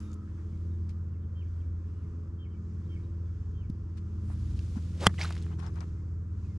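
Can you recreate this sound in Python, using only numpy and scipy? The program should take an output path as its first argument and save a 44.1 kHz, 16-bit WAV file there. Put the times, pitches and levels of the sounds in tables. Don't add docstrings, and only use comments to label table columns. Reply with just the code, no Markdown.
import sys
import numpy as np
from scipy import signal
from scipy.fft import rfft, irfft, next_fast_len
from scipy.io import wavfile
from scipy.ndimage import uniform_filter1d

SR = 44100
rng = np.random.default_rng(int(sys.argv[2]) if len(sys.argv) > 2 else 0)


def unload_audio(sound):
    columns = np.transpose(np.atleast_2d(sound))
    steps = np.round(np.clip(columns, -1, 1) * 32767)
    wavfile.write(sys.argv[1], SR, steps.astype(np.int16))


def invert_db(x):
    u = np.asarray(x, float) / 20
    return 10 ** u


N = 290178
TIME = np.arange(N) / SR
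STRIKE_S = 5.06769

# [time_s, strength_db]
WIND = [(0.0, 10.5), (0.2, 0.5), (0.62, 4), (1.0, -3), (1.3, 0.2), (1.56, 2), (1.8, 1.5), (2.05, 3),
        (2.45, -3.5), (2.95, 2.5), (3.25, -0.2), (4.05, 1.5), (4.4, 6.5), (5.8, 4), (5.95, 1), (6.25, -1.5),
        (6.45, 2), (6.58, -0.5)]


def band(x, hz, octaves):
    size = next_fast_len(len(x))
    f = np.fft.rfftfreq(size, 1 / SR) + 1
    bell = np.exp(-.5 * (np.log2(f / hz) / octaves) ** 2)
    y = irfft(rfft(x, size) * bell, size)[:len(x)]
    return y / np.sqrt(np.mean(y ** 2))


def walk(rate):
    k = int(SR / rate)
    held = np.repeat(rng.standard_normal(N // k + 1), k)
    return 1.301 * uniform_filter1d(uniform_filter1d(held, k), k)[:N]


def curves(table, t=TIME):
    s, *columns = np.transpose(table)
    return [np.interp(t, s, c) for c in columns]


def add(out, s, x, pan_db=0., lag=0):
    i, size = int(s * SR), next_fast_len(len(x) + 32)
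    f = np.fft.rfftfreq(size, 1 / SR)
    delay_s = lag / SR / (1 + (f / 5000) ** 4)
    late = irfft(rfft(x, size) * np.exp(-2j * np.pi * f * delay_s), size)
    out[0, i:i + len(x)] += late[:len(x)] * invert_db(pan_db / 2)
    out[1, i:i + len(x)] += x * invert_db(-pan_db / 2)


def ring(t, hz, db, t60, rise_ms, sign):
    build = 1 - np.exp(-1000 * t / rise_ms)
    return np.sign(sign) * np.sin(2 * np.pi * hz * t) * invert_db(db - 60 * t / t60) * build


def whistle(hz, db, rough=.01, taper=0.23):
    shiver = band(rng.standard_normal(len(hz) + 2000), 140, 0.98)[:len(hz)]
    tone = np.sin(2 * np.pi * np.cumsum(hz * (1 + rough * shiver)) / SR)
    level = np.sqrt(2) * invert_db(db + 2.5 * shiver[::-1])
    return level * tone * signal.windows.tukey(len(hz), taper)


def glides(out, table, pan_db, lag, rough):
    for s, length, from_hz, to_hz, db in table:
        hz = np.linspace(from_hz, to_hz, int(length * SR))
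        add(out, s, whistle(hz, db, rough), pan_db, lag)


def strike(out):
    # [pitch_hz, level_db, t60_s, rise_ms, first_swing_sign]
    face_modes = [(1300, -13.5, 0.0074, .8, -1), (2330, -11, 0.012, 1.6, -1), (950, -18, 0.011, 1.08, -1),
                  (1990, -17.5, 0.022, 0.96, -1), (4240, -24, 0.015, 0.22, 1),
                  (4730, -21.5, 0.011, 0.18, 1), (5600, -22.5, 0.013, 0.25, -1),
                  (6500, -23.5, 0.013, .2, 1), (7600, -23.5, 0.019, .2, -1), (9440, -8, 0.0038, 0.24, 1),
                  (10540, -19, 0.0033, .1, 1), (14000, -17.5, .006, .2, 1)]
    # [pitch_hz, level_db, t60_s, rise_ms, first_swing_sign]
    beating_modes = [(3070, 5.7, .0064, 2.1, 1), (3350, -7.3, .016, 3., -1)]
    # [delay_ms, pitch_hz, level_db, t60_s, first_swing_sign]
    turf_modes = [
        (.4, 190, -17, 0.083, -1),
        (1.9, 95, -12.5, 0.065, 1),
        (0.71, 400, -21.5, 0.028, -1),
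    ]

    t = np.arange(5000) / SR
    squash_hz, squash_ms, squash_db = 1230, .315, -2.6
    centred = t[:100] - 50 / SR
    pulse = np.exp(-.5 * (1000 * centred / squash_ms) ** 2)
    squash = invert_db(squash_db) * np.cos(2 * np.pi * squash_hz * centred) * pulse
    add(out, STRIKE_S + .00051 - 50 / SR, squash, pan_db=-2.8, lag=1.3)

    for mode in [*beating_modes, *face_modes]:
        pan_db = -1.5 if mode[0] < 6000 else 1.
        add(out, STRIKE_S, ring(t, *mode), pan_db=pan_db, lag=1.3)

    tear = invert_db(-21.5) * band(rng.standard_normal(len(t)), 2700, 1.0) * np.exp(-(t / 0.0047) ** 2)
    add(out, STRIKE_S, tear, pan_db=-1.0, lag=1.2)

    for delay_ms, hz, db, t60, sign in turf_modes:
        add(out, STRIKE_S + delay_ms / 1000, ring(t, hz, db, t60, 0.22, sign))


def swish(out):
    # [time_s, level_db]
    head_track = [(4.93, -63), (4.991, -52.5), (5.01, -44), (5.04, -37.5), (5.055, -42), (5.0642, -31.5),
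                  (5.076, -35), (5.08, -61), (5.092, -50), (5.115, -62.5)]
    impact_hz, lowest_hz, climb_octaves_per_s = 1370, 240, 38
    hiss_db, hiss_grow_db_s, hiss_past_db = -3, 59.5, -22

    t = np.arange(head_track[0][0], head_track[-1][0], 1 / SR)
    db, = curves(head_track, t)
    before = (t - STRIKE_S).clip(max=0)
    past = ((t - STRIKE_S) / .015).clip(0, 1)
    hz = np.maximum(impact_hz * 2 ** (climb_octaves_per_s * before), lowest_hz)
    noise = rng.standard_normal((3, len(t)))
    howl = 0
    for f in 300 * 2 ** np.arange(0, 3, .25):
        weight = np.exp(-.5 * (np.log2(f / hz) / .95) ** 2)
        howl = howl + weight * band(noise[0], f, .2) / 3.4
    hiss = band(noise[1], 2500, 1.1) * invert_db(1.6 * band(noise[2], 200, 1.0))
    hiss_level = invert_db(hiss_db + hiss_grow_db_s * before + hiss_past_db * past)
    add(out, t[0], invert_db(db) * (howl + hiss_level * hiss), pan_db=0.5, lag=1.8)


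def spray(out):
    first_s, peak_s, last_s = 5.181, 5.212, 5.55
    shower_db, rise_db_s, fall_db_s = -38, 328, 246
    straggle_db, straggle_fall_db_s = -46.5, 69

    heard = slice(int(first_s * SR), int(last_s * SR))
    since = TIME[heard] - peak_s
    after = since.clip(0)
    rise = invert_db(rise_db_s * since.clip(max=0)) * ((TIME[heard] - first_s) / 0.0039).clip(0, 1)
    fall = invert_db(shower_db - fall_db_s * after) + invert_db(straggle_db - straggle_fall_db_s * after)
    landings = rng.random(N) < 4000 / SR
    grains = landings * rng.standard_normal(N) * invert_db(3.2 * rng.exponential(size=N).clip(0, 3))
    noise = rng.standard_normal((2, len(since)))
    soil = band(grains[heard], 2240, 1.0) + 0.31 * band(noise[0], 2640, 1.0)
    soil = soil + 0.75 * band(noise[1], 750, 1.0)
    x = np.zeros(N)
    x[heard] = rise * fall * soil
    add(out, 0, x * invert_db(-5.5), pan_db=0.0, lag=1.6)


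def clods(out):
    # [start_s, length_s, from_hz, to_hz, level_db]
    splits = [(5.178, 0.009, 2020, 3300, -51), (5.186, 0.0089, 1780, 2070, -43),
              (5.22, 0.007, 2640, 1720, -45), (5.211, 0.0066, 2260, 1950, -34.5),
              (5.212, 0.008, 4200, 5320, -40.5), (5.22, 0.0054, 5010, 5700, -41),
              (5.224, 0.0091, 4230, 5600, -47), (5.244, 0.013, 1220, 1520, -40),
              (5.249, 0.0083, 4000, 4360, -48)]
    glides(out, splits, -0.99, lag=0.68, rough=0.09)


def ticks(out):
    # [start_s, peak_db, centre_hz, left_minus_right_db]
    cleat_ticks = [(.03, -62, 6000, 3), (0.0026, -54, 7000, 3), (0.14, -55, 8000, 2), (.1155, -60, 5000, 2),
                   (.1325, -59, 4000, 2), (4.758, -51, 910, 11), (.575, -67, 4000, 2),
                   (0.1306, -54, 6200, 2), (0.8929, -55.5, 5400, 3), (3.697, -58, 13000, 8),
                   (3.7, -55.5, 4300, -6), (.894, -63, 1700, 4), (5.742, -64, 9460, 3.5),
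                   (5.5917, -56, 6200, 5), (5.626, -49, 950, 13), (5.664, -52.5, 4600, 9),
                   (4.3, -50, 860, 4.5), (5.8057, -46.5, 4600, 10)]
    # [start_s, peak_db, centre_hz,
    # left_minus_right_db]
    grit_ticks = [(4.591, -41.5, 2780, 2), (5.198, -48, 5500, 1), (5.2895, -45, 7500, 1),
                  (5.3075, -42, 5500, 0), (5.32, -44, 1300, 0), (5.328, -46, 3000, 2),
                  (5.3515, -45, 1900, 3), (5.362, -51, 4000, 1), (5.367, -50, 7500, 1),
                  (5.383, -47, 5500, 1), (5.4175, -51, 2500, 1), (5.431, -50, 4000, 1),
                  (5.4465, -53, 3200, 1), (5.459, -53, 8000, 1), (5.599, -56, 8500, 7), (5.6, -50, 2490, 7),
                  (5.754, -63, 5500, 5), (5.7575, -54, 3500, 8), (5.774, -57, 1500, 6),
                  (5.787, -52, 1800, 6), (5.813, -48, 1500, 8), (5.839, -57, 2000, 8),
                  (5.0086, -37.5, 3800, 4), (5.0642, -24, 1110, -14), (5.066, -34, 1400, -2),
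                  (5.193, -45, 5000, 1), (5.2012, -48, 6500, 4), (5.2255, -42, 8000, 1),
                  (5.242, -43, 6000, 1), (5.2465, -38, 7000, -1), (5.272, -50, 4500, 1),
                  (5.2775, -39, 3500, 1), (5.304, -44, 4000, 1), (5.3115, -48, 2500, 1),
                  (5.142, -41.5, 1077, 1), (5.2374, -36, 5500, 8), (5.2564, -40, 4330, 8),
                  (5.2634, -46, 8500, 1.2), (5.2889, -51, 2910, 6), (5.307, -31, 960, -1.5),
                  (5.3243, -35, 3580, 4), (5.3424, -54, 7000, 1.2), (5.3534, -44, 4630, -3),
                  (5.366, -37.5, 1430, -0.5), (5.378, -41.5, 2600, 5), (5.4245, -47, 3500, 9),
                  (5.465, -44, 1090, 0.6)]

    t = np.arange(2048) / SR
    # octaves, decay in ms at 1 kHz, strength of first contact
    kinds = ((cleat_ticks, .5, 4, 2.5), (grit_ticks, .85, 2.6, 4.5))
    for table, octaves, longest_ms, contact in kinds:
        for s, db, hz, pan_db in table:
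            decay_ms = longest_ms * (1000 / hz) ** .4
            push = rng.standard_normal(len(t)) * np.exp(-t * 1000 / decay_ms)
            push[0] = contact * np.sqrt(5000 / hz)
            click = band(np.roll(push, 128), hz, octaves)
            add(out, s + .0005 - 128 / SR, invert_db(db + 3) * click / np.abs(click).max(), pan_db)


def scuffs(out):
    # [start_s, length_s, rasp_db, hiss_db, left_minus_right_db]
    drags = [(0.0, .09, -70, -85, 1.5), (0.093, .06, -82, -72.5, 5), (0.271, .07, -67.5, -91, 1),
             (0.37, 0.1, -64.5, -92, 1), (0.889, 0.028, -70, -63, 4), (3.969, 0.024, -65, -61.5, 6),
             (4.286, .05, -66, -73, 1.2), (4.311, 0.032, -61.5, -72, 0), (4.763, 0.032, -58.5, -68, 12),
             (5.504, 0.049, -58, -73, 8), (5.585, 0.034, -54.5, -61.5, 9), (5.616, 0.075, -53, -61, 8.5),
             (5.654, 0.044, -54.5, -65.5, 8), (5.754, 0.042, -53.5, -69, 9),
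             (5.803, 0.039, -52.5, -66.5, 10.5)]
    for s, length, low_db, hiss_db, pan_db in drags:
        hz = 980 * 2 ** (.035 * max(-57.5 - low_db, 0))
        noise = rng.standard_normal((5, 4096))
        n = min(int(1.44 * length * SR), 4096)
        share = np.linspace(0, 1, n)
        drag = 3 * np.sqrt(share) * (1 - share) ** 1.8
        patchy = invert_db(3 * band(noise[4], 300, 1.2))
        i = int(s * SR)
        for port in range(2):
            rasp = invert_db(low_db) * band(noise[port], hz, 0.6) * patchy
            hiss = invert_db(hiss_db) * band(noise[2 + port], 2830, 1.0)
            out[port, i:i + n] += (rasp + hiss)[:n] * drag * invert_db(pan_db * (.5 - port))


def heels(out):
    # [start_s, pitch_hz, length_s, level_db]
    thuds = [
        (3.695, 144, 0.011, -20.5),
        (4.761, 204, 0.0208, -24.5),
    ]
    for (s, hz, length, db), sign in zip(thuds, (1, -1)):
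        t = np.arange(-length / 2, length / 2, 1 / SR)
        push = invert_db(db) * np.exp(-.5 * (6 * t / length) ** 2)
        add(out, s, sign * push * np.cos(2 * np.pi * hz * t), lag=4.6)


def squeaks(out):
    # [start_s, length_s, from_hz, to_hz, level_db]
    sole_chirps = [(.129, .008, 6500, 6800, -64), (.115, .005, 7000, 6900, -66),
                   (5.592, .02, 5450, 5250, -69), (5.663, .022, 5450, 5100, -65),
                   (5.668, 0.011, 7600, 7400, -72), (5.733, .016, 4950, 5150, -77),
                   (5.431, .007, 8500, 8600, -69), (5.4, 0.01, 6600, 6900, -70)]
    glides(out, sole_chirps, 6., lag=0, rough=.02)


def cloth(out):
    # [time_s, share_of_full_rustle]
    rustle = [(4.101, 0), (4.6, 0.96), (4.98, 0.88), (5.11, 0.9), (5.16, 1.6), (5.45, 0.5), (5.6, 0.031),
              (5.9, 0.21)]
    t = np.arange(rustle[0][0], rustle[-1][0], 1 / SR)
    noise = rng.standard_normal((4, len(t)))
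    patches_db = 1.2 * band(noise[3], 18, 1.2)
    swell = curves(rustle, t)[0].clip(0) * invert_db(-67.5 + patches_db)
    both, left, right = (band(v, 3700, 1) for v in noise[:3])
    i = int(t[0] * SR)
    out[:, i:i + len(t)] += swell * (both + 0.95 * np.array([left, right]))


def sleeve(out):
    start_s, length_s, hz, db = 4.2, .145, 9000, -71
    n = int(length_s * SR)
    share = np.linspace(0, 1, n)
    swell = share * (12 * (1 - share)).clip(0, 1)
    add(out, start_s, invert_db(db) * band(rng.standard_normal(n), hz, 0.36) * swell, pan_db=2.)


def birds(out):
    # [start_s, length_s, level_db, opening_slide_hz, second_note_minus_first_db]
    calls = [
        (1.347, 0.105, -65.5, 1.2, -9),
        (2.381, .1, -64, 53, -4),
        (2.884, .1, -64.5, 37, 1),
        (3.532, 0.14, -70.5, 66, -3),
    ]
    # [start_s, length_s, from_hz, to_hz, level_db]
    stray_notes = [(0.023, 0.13, 3750, 3610, -78), (0.7, 0.065, 3680, 3660, -88),
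                   (1.2, 0.06, 3080, 3090, -88), (1.225, .022, 3700, 3200, -86),
                   (.515, .025, 3150, 2950, -85), (.527, .012, 2500, 2250, -82),
                   (.9, 0.033, 3080, 3080, -83), (1.455, .03, 3000, 3500, -86), (3.0, .02, 2350, 2250, -80),
                   (3.28, .025, 2250, 2200, -82), (1.94, 0.077, 2900, 2880, -86),
                   (2.65, .015, 4080, 4000, -84), (0.533, 0.028, 2240, 2140, -78),
                   (1.13, .025, 3000, 2520, -81), (1.15, 0.025, 2170, 2080, -81),
                   (2.913, 0.029, 2270, 2230, -77), (1.601, 0.018, 3210, 3200, -78),
                   (1.612, 0.012, 2900, 2400, -78), (1.622, .03, 2330, 2280, -81),
                   (2.02, .018, 2900, 2250, -81), (2.535, .014, 3000, 2350, -82),
                   (5.97, 0.047, 2045, 2150, -78), (2.032, 0.032, 2180, 2110, -80),
                   (2.85, .025, 3880, 3860, -83), (2.818, .05, 3400, 3500, -87),
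                   (1.464, .02, 2350, 2200, -79), (2.5, 0.064, 3150, 3000, -80),
                   (2.542, 0.042, 2320, 2250, -78), (3.03, 0.026, 3810, 3830, -80),
                   (3.245, 0.045, 3480, 3400, -85), (4.824, 0.017, 2900, 3390, -75),
                   (5.432, 0.012, 3640, 2760, -67), (5.484, 0.031, 1960, 2330, -72),
                   (5.517, 0.029, 2670, 3270, -69.5), (6.439, 0.037, 2650, 2390, -77),
                   (6.49, .05, 2200, 2050, -78)]
    high_hz, low_hz, sag_hz = 3165, 2220, 330
    step_at, step_width, full_at = .69, .034, .6
    trees_db, trees_decay_s = -11, .045

    for s, length, db, slide, low_db in calls:
        share = np.linspace(0, 1, int(length * SR))
        drawl = length > .103
        step = (share - step_at) / step_width / (1.5 if drawl else 1)
        hz = low_hz + (high_hz - sag_hz * share ** 3 - low_hz) / (1 + np.exp(step))
        hz = hz + slide * (1 - 2.5 * share).clip(-.3, 1)
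        opening_db = -11 * (1 - share / full_at).clip(0) ** 2
        step_db = (-3 if drawl else -8) * np.exp(-(step / 3) ** 2)
        second_db = low_db / (1 + np.exp(5 - 2 * step))
        call = whistle(hz, db + (opening_db + step_db + second_db), rough=.012, taper=.2)
        add(out, s, call, 0., lag=5.0)
        trees = rng.standard_normal(8000) * np.exp(-TIME[:8000] / trees_decay_s)
        echo = signal.fftconvolve(call, trees / np.sqrt(np.sum(trees ** 2)))
        add(out, s + 0.0068, invert_db(trees_db) * echo, 0., lag=-2.2)
    glides(out, stray_notes, 0.93, lag=1, rough=0.01)


def engine(hz, track, orders, waver_db, drift):
    db, load_db = curves(track)
    phase = 2 * np.pi * np.cumsum(hz * (1 + drift * walk(3))) / SR
    drone = 0
    for k, order_db in orders:
        level_db = db + order_db + (k > 1) * load_db + waver_db * np.sqrt(k) * walk(4)
        drone = drone + np.sqrt(2) * invert_db(level_db) * np.sin(k * phase + k)
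    return drone


def mower(out):
    # [time_s, level_db, overtone_load_db]
    effort = [(0, -42, -2.5), (.7, -35.5, -1.5), (1.5, -35, -6.5), (2.201, -37.5, -1), (2.9, -37.5, 3.5),
              (3.6, -36, -5), (4.3, -34.5, -5.5), (5.0, -35, 3), (5.701, -35.5, 3), (6.58, -37.5, -6.5)]
    # [multiple, level_db]
    orders = [(1, 0), (2, -14.5), (3, -30.5), (4, -23.5), (5, -32.5), (6, -37.5)]
    out += engine(84.85 - .048 * TIME ** 2, effort, orders, waver_db=0.92, drift=.003)


def truck(out):
    # [time_s, level_db, overtone_load_db]
    effort = [(0, -63.5, -12), (1.0, -47.5, 1), (2.5, -51.5, -15.5), (3.1, -49, -2), (3.6, -35, -13),
              (4.001, -50, -0.5), (4.4, -35.5, -2), (5.2, -48.5, 0), (6.0, -44, 4.5), (6.58, -41.5, -10)]
    # [multiple, level_db]
    orders = [(1, -7), (2, -8)]
    firing_hz, shift_s, shift_length_s, drop_hz, regain_s = 68.2, 3.1, 0.19, 12, 2.6
    since = TIME - shift_s
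    regain = np.exp(-(since.clip(0) / regain_s) ** 2)
    revs_hz = firing_hz - drop_hz * regain / (1 + np.exp(-since / shift_length_s))
    out += engine(revs_hz, effort, orders, waver_db=2.0, drift=.01)


def tractor(out):
    # [time_s, level_db, overtone_load_db]
    effort = [(0, -54, 16), (.5, -48, 3), (1.2, -48.5, 1), (2.0, -50, -6.5), (2.8, -45, 0),
              (3.4, -42, -10.5), (4.3, -43, 0), (5.0, -41, -6), (5.8, -41.5, -10), (6.58, -41.5, -5.5)]
    # [multiple, level_db]
    orders = [(1, -2), (2, -7.5), (3, -18), (4, -29.5)]
    drone = engine(104.5 - .075 * TIME ** 2, effort, orders, waver_db=1.3, drift=.003)
    add(out, 0, drone, lag=4)


def road(out):
    start_s, length_s, hz, db = 0, .3, 1290, -63.5
    n = int(length_s * SR)
    fade = np.linspace(1, 0, n) ** .5
    add(out, start_s, invert_db(db) * band(rng.standard_normal(n), hz, 0.08) * fade, lag=2.3)


def insects(out):
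    breeze, = curves(WIND)
    for port in range(2):
        level = invert_db(-93 + .6 * breeze + 3.5 * walk(5.8))
        out[port] += level * band(rng.standard_normal(N), 11800, .07)


def air():
    # [pitch_hz, level_db_per_hz]
    spectrum = [(20, -18), (60, 4), (130, -2), (260, -11.5), (450, -22.5), (750, -38.5), (1030, -29.5),
                (1400, -29.5), (1800, -39.5), (2700, -41.5), (3700, -50), (6000, -43.5), (8000, -54),
                (9900, -61), (15500, -72)]
    # [pitch_hz, side_minus_mid_db]
    spread = [(60, -21.5), (110, -23), (200, -14.5), (380, -8.5), (700, -4), (1290, -11), (2380, -9),
              (4400, -2.5), (8120, -5), (15000, -5)]

    def at(table, hz):
        table_hz, table_db = np.transpose(table)
        return np.interp(np.log(hz), np.log(table_hz), table_db)

    breeze, = curves(WIND)
    rumble_db = 0.2 + 0.29 * breeze
    traffic_db = -0.7 + .2 * breeze
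    leaves_db = -3.5 + breeze
    out, gust = 0, walk(7.2)
    for hz in 25 * 2 ** np.arange(0, 9.1, 1 / 3):
        leafy = np.clip(np.log2(hz / 1500), 0, 1)
        swell = rumble_db
        if hz >= 500:
            swell = traffic_db + leafy * (leaves_db - traffic_db + 1.5 * gust)
        octaves = .2 if hz < 7000 else .125
        both = band(rng.standard_normal(N), hz, octaves)
        apart = band(rng.standard_normal(N), hz, octaves)
        top_swing_db = (hz > 8500) * 1.3 * breeze
        db = at(spectrum, hz) + 10 * np.log10(hz) + swell + top_swing_db + 0.94 * walk(7.3) - 73
        lag = 5 if 500 < hz < 2600 else 0
        mid = np.array([np.roll(both, lag), both])
        side = invert_db(at(spread, hz)) * apart * np.array([[1], [-1]])
        out = out + invert_db(db) * (mid + side)
    return out


def scene():
    out = air()
    sources = (strike, swish, spray, clods, ticks, scuffs, heels, squeaks, cloth, sleeve,
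               birds, mower, truck, tractor, road, insects)
    for source in sources:
        source(out)
    return out


def roll_off(x):
    return signal.sosfilt(signal.butter(12, 15980, fs=SR, output="sos"), x)


def record(dry):
    mic_top_hz, cut_hz, edge_s = 10900, 15000, .006
    knee, ceiling = .8, .98
    gain = signal.windows.tukey(N, 2 * edge_s * SR / N)
    mic = signal.sosfilt(signal.butter(4, mic_top_hz, fs=SR, output="sos"), dry * gain)
    over = (np.abs(mic) - knee).clip(0)
    room = ceiling - knee
    mic = mic - np.sign(mic) * (over - room * np.tanh(over / room))
    mic = signal.sosfilt(signal.ellip(6, .3, 50, cut_hz, fs=SR, output="sos"), mic)
    return roll_off(mic)


dry = scene()
out = record(dry)
unload_audio(out)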